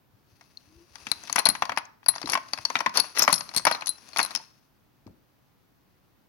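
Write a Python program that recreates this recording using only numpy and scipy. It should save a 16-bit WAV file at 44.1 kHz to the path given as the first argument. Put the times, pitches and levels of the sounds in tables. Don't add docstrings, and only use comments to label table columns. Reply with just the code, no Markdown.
import sys
import numpy as np
from scipy import signal
from scipy.io import wavfile
from scipy.ndimage import uniform_filter1d, minimum_filter1d

SR = 44100
rng = np.random.default_rng(int(sys.argv[2]) if len(sys.argv) > 2 else 0)


def wav_out(sig):
    wavfile.write(sys.argv[1], SR, np.round(np.clip(np.atleast_2d(sig).T, -1, 1) * 32767).astype(np.int16))


N = 277036
TIME = np.arange(N) / SR
HIT_TIME = np.arange(SR // 4) / SR
HALF_SECOND = np.arange(SR // 2) / SR

# start in seconds, ring level in dB, ring pitch in Hz, high chime level in dB,
# clatter of the neighbours in dB, wood under them in dB, sharp tick in dB, length of the ring as a factor.
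CLINKS = [(0.572, -36, 4220, -62, -54.5, -75, -72, 0.4), (1.1158, -14, 4106, -25, -34, -28, -24, 0.48),
          (1.2359, -40, 6140, -52.5, -48.5, -43, -54.5, 0.43),
          (1.3266, -22, 6380, -25.5, -27, -35, -32, 0.34),
          (1.3587, -26.5, 5100, -23.5, -34, -18, -25, 0.54),
          (1.388, -24, 4140, -16.5, -32.5, -27.5, -32, 1.1),
          (1.3937, -21.5, 4200, -33.5, -26.5, -23, -22, 1.0), (1.4545, -9, 4195, -12, -18, -35, -35, 1.0),
          (1.46, -20.5, 4050, -22, -32.5, -17, -44, 0.4), (1.4673, -15, 4350, -25, -23.5, -20, -32.5, 0.64),
          (1.4883, -21, 4130, -10.5, -27, -27, -15.5, 1.2),
          (1.4991, -18.5, 4190, -25.5, -36.5, -30.5, -54.5, 0.95),
          (1.7833, -35, 4700, -31.5, -40.5, -33, -49.5, 0.7),
          (1.853, -46, 6240, -72, -52.5, -54, -70.5, 0.4),
          (2.0613, -28, 4629, -37.5, -41, -33.5, -55.5, 0.4),
          (2.0842, -15.5, 4140, -3.5, -25, -24.5, -38.5, 1.5),
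          (2.138, -57, 4100, -57, -59, -37.5, -66, 0.82), (2.153, -33.5, 4640, -49, -51, -44, -62, 0.48),
          (2.1812, -35.5, 4800, -60, -40, -37.5, -66, 0.36),
          (2.2284, -34, 4540, -61.5, -45, -35.5, -70, 0.4), (2.258, -32, 4100, -50, -33.5, -43, -59, 0.4),
          (2.2784, -43, 5840, -39, -43, -44.5, -56.5, 0.5), (2.2978, -29.5, 4410, -27, -25, -42, -30.5, 1),
          (2.3198, -33.5, 5740, -23, -40.5, -40.5, -37, 0.68),
          (2.3407, -25, 4840, -31, -37.5, -48.5, -30, 0.5),
          (2.4856, -47, 4820, -65, -47.5, -48.5, -63.5, 0.4),
          (2.5333, -19.5, 4620, -37.5, -27, -28, -36.5, 0.6),
          (2.5859, -37, 4670, -48, -45, -35, -63.5, 0.4),
          (2.6513, -14.5, 4520, -37.5, -24, -32, -36.5, 0.67),
          (2.7891, -30.5, 5760, -53.5, -33, -34, -47.5, 0.36),
          (2.9721, -13, 4478, -18.5, -18.5, -24.5, -26, 0.73),
          (2.9994, -13, 4460, -15.5, -25, -29.5, -26, 0.95), (3.1852, -26, 5880, -20, -29, -33.5, -39, 1.2),
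          (3.1931, -13, 5460, -33, -29, -28.5, -28.5, 0.88),
          (3.2215, -9.5, 5320, -37, -28.5, -27.5, -36, 0.9), (3.23, -17, 6370, -46.5, -30, -36, -37, 0.8),
          (3.2382, -21.5, 5430, -42.5, -32, -26, -50, 0.5),
          (3.2481, -24, 5330, -44, -34.5, -31.5, -48, 0.4),
          (3.289, -33.5, 4500, -30.5, -37.5, -39, -39, 0.7),
          (3.713, -40, 4300, -26.5, -41, -49, -44.5, 0.7), (3.981, -48.5, 5480, -66, -60.5, -51, -68, 1.3),
          (3.3273, -16, 4300, -19, -19.5, -21, -14.5, 1.1), (3.34, -29.5, 5780, -30, -17, -35, -37.5, 1.1),
          (3.358, -28.5, 5375, -37, -38, -48.5, -33.5, 1.2), (3.379, -29.5, 5512, -40, -34, -45, -46, 0.6),
          (3.407, -34, 4650, -51.5, -28.5, -33, -48.5, 0.6),
          (3.4908, -35.5, 4250, -55, -41, -44, -57, 0.51),
          (3.5468, -32, 5150, -37.5, -38, -36.5, -43, 0.79),
          (3.563, -20.5, 4200, -29.5, -24.5, -32.5, -22.5, 0.9),
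          (3.573, -19, 4360, -22, -25.5, -35.5, -20.5, 1.1), (3.58, -26, 4430, -36, -21, -36.5, -30, 0.5),
          (3.6517, -20.5, 4680, -15, -20.5, -18, -43.5, 0.6),
          (3.7237, -22, 4220, -37, -38, -35, -50.5, 1.4), (3.7479, -29.5, 4110, -48, -46, -30, -45, 1.4),
          (3.809, -35.5, 4188, -44.5, -42.5, -41, -64, 0.9),
          (3.8592, -31.5, 6060, -40, -36, -50, -49, 0.45), (3.8697, -44, 3980, -22, -27, -38.5, -37, 2.5),
          (3.8797, -30.5, 4050, -40, -30.5, -44, -44, 1.5), (3.8914, -27, 4080, -16, -47, -56, -30, 1.4),
          (4.088, -47.5, 6260, -61, -49, -50, -53, 0.4), (4.1317, -39, 4328, -60, -53, -43.5, -63, 1.2),
          (4.1706, -27.5, 4470, -28.5, -23.5, -32, -46, 0.77),
          (4.1846, -27, 5700, -23, -33, -27.5, -31, 1.1), (4.212, -24, 4260, -32, -39, -31.5, -48, 0.9),
          (4.2287, -23.5, 4140, -21.5, -41, -56, -29, 1.6), (4.2484, -32, 4200, -24, -40, -33, -37, 0.65),
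          (4.2604, -37, 4100, -33, -37, -43, -50, 0.7), (4.307, -39, 4080, -46, -38, -40, -56, 1.0),
          (4.313, -42, 4112, -51, -46, -38.5, -48, 0.8), (4.3501, -23, 5480, -50, -27, -52, -30, 0.45),
          (4.3588, -19.5, 5280, -37, -25, -41.5, -44, 0.4), (4.3723, -33, 5178, -62, -48, -42, -59, 0.47)]
# start in seconds, wood level in dB, centre of the knock in Hz,
# clatter of the brass in dB.
KNOCKS = [(0.41, -47.5, 1300, -55.5), (0.9554, -40.5, 1900, -41), (1.068, -28.5, 2270, -38.5),
          (1.2963, -31, 1185, -33), (1.361, -22, 1557, -24), (1.3816, -17.5, 1464, -33.5),
          (1.0864, -53, 1800, -47.5), (1.273, -47.5, 2300, -41.5), (1.278, -39, 2300, -48.5),
          (1.551, -27, 1630, -40), (1.622, -16, 1256, -31.5), (1.653, -31.5, 1339, -34),
          (1.694, -22, 1393, -37.5), (1.7193, -25, 1228, -42), (1.7734, -17, 1600, -28),
          (2.03, -50, 1400, -74.5), (2.1593, -33, 1050, -38), (2.2157, -36, 1036, -34.5),
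          (2.2728, -32.5, 1180, -37), (2.2905, -27.5, 1090, -37.5), (2.0415, -69, 2500, -59),
          (1.763, -43, 1500, -46), (2.333, -18.5, 1816, -25), (2.3518, -18, 1400, -31),
          (2.374, -26.5, 1144, -37.5), (2.5756, -33.5, 1512, -42), (2.701, -26.5, 1110, -33),
          (2.7545, -15, 1670, -39), (2.8048, -19.5, 1204, -30.5), (2.8612, -16.5, 1580, -32),
          (2.766, -25.5, 2000, -42), (2.8931, -37.5, 1283, -42), (3.0418, -37, 1137, -52),
          (3.513, -42.5, 1200, -57.5), (3.5958, -34.5, 1100, -38.5), (3.538, -39, 1098, -38.5),
          (3.2187, -21, 1044, -40.5), (3.173, -24.5, 1670, -36), (3.2776, -10.5, 1150, -26),
          (3.2959, -24, 1074, -43), (3.3032, -31, 1170, -32.5), (3.668, -7.5, 1228, -19),
          (3.673, -26, 1900, -23.5), (3.685, -30, 1070, -34), (3.712, -19, 1200, -32.5),
          (3.821, -29, 1540, -47), (4.1609, -26.5, 1370, -35), (4.191, -14.5, 1600, -28),
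          (4.1995, -19, 1267, -24), (4.351, -28.5, 2320, -40), (4.399, -48.5, 859, -61),
          (5.067, -57.5, 1900, -60.5), (5.074, -51, 480, -68)]
# ratio to the ring pitch, level in dB, time to fade by 60 dB in seconds
RING = [(1, 8.5, 0.04), (1.2, -1.5, 0.021), (1.068, 2, 0.026), (.955, 1, .02), (1, -4, 0.019),
        (0.94, -8.5, 0.02), (1.2, -8.5, .022), (1.32, -11, 0.021)]
# pitch in Hz before it is varied, level in dB, time to fade by 60 dB in seconds
CHIME = [(10696, 0.5, 0.02), (10690, -10.5, 0.058), (10690, -7, 0.031), (10394, -2, 0.015),
         (12500, -26, .02)]
# pitch in Hz before it is varied, level in dB,
# time to fade by 60 dB in seconds.
DRAWER = [(585, -11.5, 0.04), (660, -4.5, 0.06), (717, -5.5, 0.028), (807, -1, 0.02), (925, 5, 0.018),
          (1050, 5, 0.0088), (1170, 0, 0.016), (1374, -3, 0.016), (1515, -7, 0.029), (1683, -4.5, 0.012),
          (1944, 3, 0.022), (2120, -4.5, .014), (2266, 0, 0.039), (2590, 1, 0.017), (2540, -3.5, 0.024),
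          (2950, -6, 0.012), (3350, 2, 0.02)]
# pitch in Hz before it is varied, level in dB,
# time to fade by 60 dB in seconds.
CABINET = [(78.2, -5.5, 0.12), (104, 3, 0.06), (135, 2, 0.06), (165, -2.5, 0.037), (203.5, -2, 0.07),
           (250.7, 0, 0.074), (296.5, 0, 0.11), (340, 1.5, 0.046), (393.5, -2.5, 0.037)]
# frequency in Hz, level in dB.
CLATTER_COLOUR = [(300, -19.5), (2000, -16), (3200, -5), (4100, 3), (5000, 3), (6200, 3), (7300, -15),
                  (10000, -27), (16000, -35.5)]
# frequency in Hz, level in dB.
TICK_COLOUR = [(200, -0.5), (1500, -8), (5000, -8), (7500, 1), (9000, 3.5), (10700, 10), (12500, -2.5),
               (15000, -10), (17000, -12.5)]
# start in seconds, level in dB before a lift of 6, pitch in Hz.
BOARD_RINGS = [(2.3527, -15.5, 1063), (2.374, -26.5, 1047), (2.703, -29, 1061), (2.8622, -12.5, 1054),
               (3.2965, -18, 1063), (4.4, -43.5, 890)]
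# start in seconds,
# pitch in Hz, level in dB before a lift of 3.5, time to fade by 60 dB in seconds.
EXTRA_RINGS = [(1.489, 10550, -37, 0.3), (1.489, 4130, -47, 0.16), (1.116, 4060, -40, 0.15),
               (2.085, 10640, -49, 0.14), (3.0, 10700, -40, 0.35), (3.0, 4435, -51, 0.55),
               (3.193, 12680, -21, 0.036), (3.222, 12200, -29.5, 0.1), (3.222, 5310, -24.5, 0.12),
               (3.328, 8940, -40, 0.35), (3.327, 10880, -29.5, 0.29), (3.328, 8700, -25.5, 0.047),
               (3.564, 8620, -20, 0.061), (3.565, 8600, -36, 0.19), (3.89, 4097, -41, 0.23),
               (3.892, 10580, -53, 0.5)]
# centre in Hz, spread in Hz, level in dB,
# time to fade by 60 dB in seconds.
ROW = [(1034, 33, -29, .3), (2620, 81, -29, 0.13), (4200, 130, -29.5, .22), (4560, 180, -26.5, .22),
       (5900, 560, -28, .22), (10300, 170, -27.5, .27)]
# start in seconds, end in seconds, level at the end in dB,
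# swell towards the end in dB (a negative one fades).
SLIDES = [(1.369, 1.41, -30, 2), (2.283, 2.338, -29, 10), (2.522, 2.534, -40.5, 7.5),
          (2.935, 2.969, -20.5, 17), (2.962, 3.011, -26, -2.5), (3.147, 3.188, -21, 19),
          (3.184, 3.254, -32.5, -12.5), (3.299, 3.335, -29.5, -1), (3.529, 3.566, -34.5, 13),
          (3.681, 3.78, -44, -9.5), (4.186, 4.25, -32, 17.5)]
# frequency in Hz, level in dB.
SLIDE_COLOUR = [(80, -25), (500, -4), (1000, 2.5), (2200, -2), (3200, -6), (4400, -1), (6000, 1),
                (7500, -22.5), (9500, -13.5), (10700, -16.5), (12000, -16), (16000, -26)]
# time in seconds, level in dB before it wavers.
RUB = [(0, -89), (.35, -67), (.88, -62.5), (.99, -52.5), (1.3, -47), (1.78, -60.5), (1.94, -92),
       (2.17, -51), (2.42, -56), (2.62, -50), (2.77, -45), (2.92, -59.5), (3.03, -41), (3.13, -53.5),
       (3.33, -50), (3.98, -56), (4.08, -52.5), (4.33, -45.5), (4.5, -63.5), (4.62, -69), (4.72, -80)]
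# frequency in Hz, level in dB.
RUB_COLOUR = [(40, -14.5), (250, 4), (500, -2.5), (1000, 1), (1900, -1.5), (2300, -2.5), (2600, 2),
              (3100, -4.5), (4100, -2), (4800, 2.5), (5300, -1.5), (6000, 2), (7500, -17), (10500, -5.5),
              (12500, -19.5), (16000, -23)]
# start in seconds, level in dB before a lift of 5.5, pitch in Hz.
BUMPS = [(0.133, -52, 110), (0.322, -50, 94), (0.672, -51, 98), (0.757, -46, 68), (.822, -56.5, 140),
         (.908, -52.5, 65), (1.02, -49, 75), (1.068, -39.5, 230), (1.165, -53, 80), (1.459, -40.5, 150.7),
         (1.485, -28.5, 240), (1.622, -41, 150), (1.694, -44, 130), (2.083, -38, 130.8), (2.24, -30.5, 326),
         (2.246, -31.5, 260.6), (2.589, -41.5, 110.2), (2.872, -35, 210), (3.198, -32.5, 340),
         (3.327, -30, 171.1), (3.565, -31, 142.1), (5.064, -33, 265), (5.072, -40, 97)]
# time in seconds, pitch in Hz and level in dB, both before they waver.
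SQUEAK = [(0.66, 290, -64), (0.74, 324, -59), (.825, 348, -51.5), (.86, 360, -63)]
# frequency in Hz, level in dB.
SHADOW = [(80, 0.5), (200, 4.5), (550, 2.5), (1100, 0), (2200, -5.5), (5000, -3), (10000, -5.5)]
# frequency in Hz, time to fade by 60 dB in seconds.
ROOM_T60 = [(150, 1), (500, 0.36), (1400, 0.47), (3000, 0.32), (5500, 0.5), (10000, 0.12), (16000, 0.46)]
# frequency in Hz, level in dB.
ROOM_COLOUR = [(100, -2), (1000, 3), (3000, -2.5), (5800, -9.5), (7500, -16), (11000, -12.5), (16000, -9.5)]
# frequency in Hz, level in dB.
HUSH = [(15, -35.5), (27, -0.5), (92, -7), (123, -1.5), (153, -6), (317, -10), (394, -15), (427, -15.5),
        (659, -17.5), (911, -17), (2610, -26.5), (4610, -30), (8360, -38.5), (16000, -27.5)]

CASE_LOW_HZ, CASE_HIGH_HZ = 4480, 6120
CLINK_WOOD_HZ = 1280
THUMP_DB, THUMP_HZ = -31, 227
RING_OF_CLATTER_DB, CHIME_OF_CLATTER_DB, TICK_OF_CLATTER_DB = -1.5, -13, -11.5
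CHATTER_S = 0.0018
RING_SPREAD, RING_PARTNERS_DB = 0.013, -6
RUB_INTO_ROW_DB = 3.5
JOSTLE_DB, JOSTLES_PER_S = -10.5, 140
BUMP_CYCLES = 0.98
SHUDDER_DB, SHUDDER_S = -19, 0.045
SHADOW_DELAY_S = 0.00009
HUSH_DB = -64
LOW_CUT_HZ, EDGE_HZ, CEILING_DB = 64, 16350, -0.8


def amp(db):
    return 10 ** (np.asarray(db) / 20)


def unit(x):
    return x / np.sqrt(np.mean(x ** 2) + 1e-20)


def unit_attack(x):
    attack = x[:, :265]
    return x / np.sqrt(np.mean(attack ** 2, axis=1, keepdims=True) + 1e-20)


def sixty_db_fade(t, t60):
    return np.exp(-np.log(1000) * t / t60)


def read(points, hz):
    f, value = np.transpose(points)
    return np.interp(np.log(hz + 1), np.log(f + 1), value)


def colour(x, points):
    hz = abs(np.fft.fftfreq(4096, 1 / SR))
    log_gain = np.log(amp(read(points, hz)))
    minimum_phase = np.exp(np.conj(signal.hilbert(log_gain)))
    taps = np.fft.ifft(minimum_phase).real[:2048]
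    return signal.oaconvolve(x, taps[None], axes=1)[:, :x.shape[1]]


def noise(size, likeness=0):
    a, b = rng.standard_normal((2, size))
    same = np.clip(likeness, 0, 1)
    return np.array([a, same * a + np.sqrt(1 - same ** 2) * b])


def waver(size):
    return unit(uniform_filter1d(rng.standard_normal(N), size=size))


def sides(right_db):
    return amp([[0], [right_db]])


def add(mix, s, sound):
    part = mix[:, max(round(s * SR), 0):][:, :sound.shape[1]]
    part += sound[:, :part.shape[1]]


def contacts():
    tones, rattle = np.zeros((2, 2, N))
    wood_sides, brass_sides = sides(right_db=-4.5), sides(right_db=-11.0)
    for s, wood_db, wood_hz, clatter_db, ring_db, ring_hz, chime_db, tick_db, length in blows():
        wood = amp(wood_db) * wood_sides
        wood_tones = knock(DRAWER, wood_hz * 1.023, octaves=0.95, uneven_db=2.5)
        add(tones, s, amp(-1.36) * wood * wood_tones)
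        ring = brass(RING, ring_hz, min(length, 1.3))
        add(tones, s, amp(ring_db) * brass_sides * ring)
        chime_tuning = 1 + 0.003 * rng.standard_normal()
        chime = brass(CHIME, chime_tuning, length)
        add(tones, s, amp(chime_db) * brass_sides * chime)

        clack = burst(clack_colour(wood_hz), fall_s=0.0077, likeness=0.29)
        add(rattle, s, amp(-4.5) * wood * clack)
        clatter = burst(CLATTER_COLOUR, fall_s=0.0036, likeness=0.46)
        add(rattle, s, amp(clatter_db) * brass_sides * clatter)
        tick = burst(TICK_COLOUR, fall_s=0.002, likeness=0.4)
        add(rattle, s, amp(tick_db) * brass_sides * tick)
        thump = knock(CABINET, THUMP_HZ, octaves=0.59, uneven_db=2.5)
        add(rattle, s, amp(THUMP_DB) * wood * thump)
    return tones, rattle


def blows():
    rows = []
    for s, ring_db, ring_hz, chime_db, clatter_db, wood_db, tick_db, length in CLINKS:
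        rows.append((s, wood_db, CLINK_WOOD_HZ, clatter_db, ring_db, ring_hz, chime_db, tick_db, length))
    for s, wood_db, wood_hz, clatter_db in KNOCKS:
        ring_hz = rng.uniform(CASE_LOW_HZ, CASE_HIGH_HZ)
        ring_db = clatter_db + RING_OF_CLATTER_DB
        chime_db = clatter_db + CHIME_OF_CLATTER_DB
        tick_db = clatter_db + TICK_OF_CLATTER_DB
        rows.append((s, wood_db, wood_hz, clatter_db, ring_db, ring_hz, chime_db, tick_db, 0.6))
    return rows


def brass(modes, tuning, length):
    pitch, db, t60 = np.transpose(modes)
    pitch = pitch + 0.18 * (pitch - pitch[0]) * rng.standard_normal(len(pitch))
    return struck(tuning * pitch, db, t60 * length, rise_s=0.00045, spread=7.7, uneven_db=-0.5)


def knock(modes, centre_hz, octaves, uneven_db):
    hz, db, t60 = np.transpose(modes)
    hz = hz * (1 + 0.0349 * rng.standard_normal(len(hz)))
    bell_db = -4.3 * (np.log2(hz / centre_hz) / octaves) ** 2
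    return struck(hz, db + bell_db, t60, rise_s=1 / centre_hz, spread=0.61, uneven_db=uneven_db)


def struck(hz, db, t60, rise_s, spread, uneven_db):
    strength, skew = rng.standard_normal((2, len(hz), 1))
    phase = 2 * np.pi * rng.random((len(hz), 1))
    t = HIT_TIME[HIT_TIME < 2 * t60.max()]
    fade_db = -60 * np.maximum(t - CHATTER_S, 0) / t60[:, None]
    level = amp(db[:, None] + uneven_db * strength + fade_db)
    modes = level * np.exp(2j * np.pi * hz[:, None] * t + 1j * phase)
    left = modes.sum(0).real
    right = (modes * np.exp(1j * spread * skew)).sum(0).real
    return unit_attack(np.array([left, right]) * (1 - np.exp(-t / rise_s)))


def clack_colour(hz):
    return [(hz / 30, -46), (hz / 8, -19), (hz / 3, -15), (hz / 1.58, 0),
            (hz * 1.18, -1), (hz * 2.29, -9), (hz * 6, -34)]


def burst(points, fall_s, likeness):
    t = HIT_TIME[:SR // 12]
    envelope = np.exp(-t / fall_s) * (1 - np.exp(-t / 0.00016))
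    return unit_attack(colour(noise(len(t), likeness) * envelope, points))


def board_rings():
    out = np.zeros((2, N))
    envelope = (1 - np.exp(-HIT_TIME / 0.001)) * sixty_db_fade(HIT_TIME, t60=0.042)
    for s, db, hz in BOARD_RINGS:
        note = envelope * np.sin(2 * np.pi * hz * HIT_TIME)
        add(out, s, amp(db + 6.0) * sides(-4.0) * note)
    return out


def extra_rings():
    out = np.zeros((2, N))
    t = HALF_SECOND
    for s, hz, db, t60 in EXTRA_RINGS:
        partners_hz = hz * (1 + RING_SPREAD * rng.standard_normal(size=4))
        own = np.sin(2 * np.pi * (hz * t + rng.random((2, 1))))
        partners = sum(np.sin(2 * np.pi * (f * t + rng.random((2, 1)))) for f in partners_hz)
        tone = own + amp(RING_PARTNERS_DB) * partners
        add(out, s, amp(db + 3.5) * sides(-2) * tone * sixty_db_fade(t, t60))
    return out


def row(x, count=16):
    t = HALF_SECOND
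    answer = np.zeros((2, len(t)))
    for hz, spread_hz, db, t60 in ROW:
        modes_hz = hz + spread_hz * rng.standard_normal((count, 1))
        modes = np.sin(2 * np.pi * (modes_hz * t + rng.random((2, count, 1))))
        group = modes.sum(1) * sixty_db_fade(t, t60)
        answer += amp(db) * group / np.linalg.norm(group[0])
    return sides(-8.5) * signal.fftconvolve(x[:1], answer, axes=1)[:, :N]


def slides():
    level = np.zeros(N)
    for start, end, db, swell_db in SLIDES:
        along = (TIME - start) / (end - start)
        swell = amp(np.interp(along, [0, 1], [db - swell_db, db]))
        soft_ends = np.clip(np.minimum(TIME - start, end - TIME) / 0.0079, 0, 1)
        level += swell * soft_ends
    scrape = unit(colour(grain(per_s=2600, size_db=2.8, smooth=0.5), SLIDE_COLOUR))
    return level * sides(-4.5) * scrape


def grain(per_s, size_db, smooth):
    size = amp(size_db * np.minimum(rng.exponential(1, N), 4))
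    slips = (rng.random(N) < per_s / SR) * size
    return unit(slips * noise(N, 0.5)) + smooth * noise(N, 0.31)


def rub():
    s, db = np.transpose(RUB)
    pressure_db = 1.6 * waver(size=700)
    level = amp(np.interp(TIME, s, db) + pressure_db)
    hiss = unit(colour(grain(per_s=3700, size_db=0.5, smooth=0.57), RUB_COLOUR))
    ticks = unit(colour(grain(per_s=JOSTLES_PER_S, size_db=3.0, smooth=0), CLATTER_COLOUR))
    return level * sides(-9.0) * (hiss + amp(JOSTLE_DB) * ticks)


def bumps():
    out = np.zeros((2, N))
    for s, db, hz in BUMPS:
        cycles = hz * HIT_TIME
        push = np.sin(2 * np.pi * cycles) * np.exp(-cycles / BUMP_CYCLES)
        rumble_colour = [(hz / 3, -8), (hz, 0), (hz * 2.2, -17), (hz * 8, -56)]
        rumble = unit(colour(noise(len(HIT_TIME), likeness=0.57), rumble_colour))
        shudder = amp(SHUDDER_DB) * rumble * np.exp(-HIT_TIME / SHUDDER_S)
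        soft_start = 1 - np.exp(-cycles / 0.36)
        add(out, s, amp(db + 5.5) * sides(-6.0) * soft_start * (push + shudder))
    return out


def squeak():
    s, hz, db = np.transpose(SQUEAK)
    sounding = (TIME > s[0]) * (TIME < s[-1])
    level = amp(np.interp(TIME, s, db) + 2.8 * waver(size=600)) * sounding
    pitch = np.interp(TIME, s, hz) * (1 + 0.023 * waver(size=300))
    return sides(-6) * level * np.sin(2 * np.pi * np.cumsum(pitch) / SR)


def shadowed(x):
    right = colour(x[1:], SHADOW)[0]
    return np.array([x[0], np.interp(TIME - SHADOW_DELAY_S, TIME, right)])


def room(x, wet_db, early_db):
    hz, t, z = signal.stft(noise(SR), SR, nperseg=256)
    fade = sixty_db_fade(t, read(ROOM_T60, hz)[:, None])
    tail = signal.istft(z * fade, SR, nperseg=256)[1]
    t = np.arange(tail.shape[1]) / SR
    tail *= 1 - np.exp(-t / 0.012)
    tail = colour(tail / np.linalg.norm(tail[0]), ROOM_COLOUR)
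    sparse = rng.random(len(t)) < 1500 / SR
    early = noise(len(t)) * sparse * (t > 0.003) * np.exp(-t / 0.036)
    early /= np.linalg.norm(early[0])
    echo = amp(wet_db) * sides(-0.36) * tail + amp(early_db) * sides(-7.5) * early
    return signal.fftconvolve(x[:1], echo, axes=1)[:, :N]


def hush():
    return amp(HUSH_DB) * unit(colour(noise(N, 0.17), HUSH))


def scene():
    tones, rattle = contacts()
    tones = tones + board_rings()
    rattle = rattle + slides() + bumps()
    rubbing = rub()
    echoes = room(rattle + amp(-1.0) * tones, wet_db=-18.5, early_db=-25.0)
    neighbours = row(rattle + amp(RUB_INTO_ROW_DB) * rubbing)
    drawer = shadowed(tones + rattle + extra_rings() + neighbours)
    return drawer + echoes + rubbing + squeak() + hush()


def record(dry):
    bass_cut = signal.butter(2, LOW_CUT_HZ, "highpass", fs=SR, output="sos")
    dry = signal.sosfilt(bass_cut, dry)
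    peak = -minimum_filter1d(-abs(dry).max(0), size=90)
    gain = uniform_filter1d(np.minimum(1, amp(CEILING_DB) / (peak + 1e-9)), size=60)
    band_limit = signal.firwin(255, EDGE_HZ, window=("kaiser", 7), fs=SR)
    return signal.oaconvolve(dry * gain, band_limit[None], "same")


dry = scene()
out = record(dry)
wav_out(out)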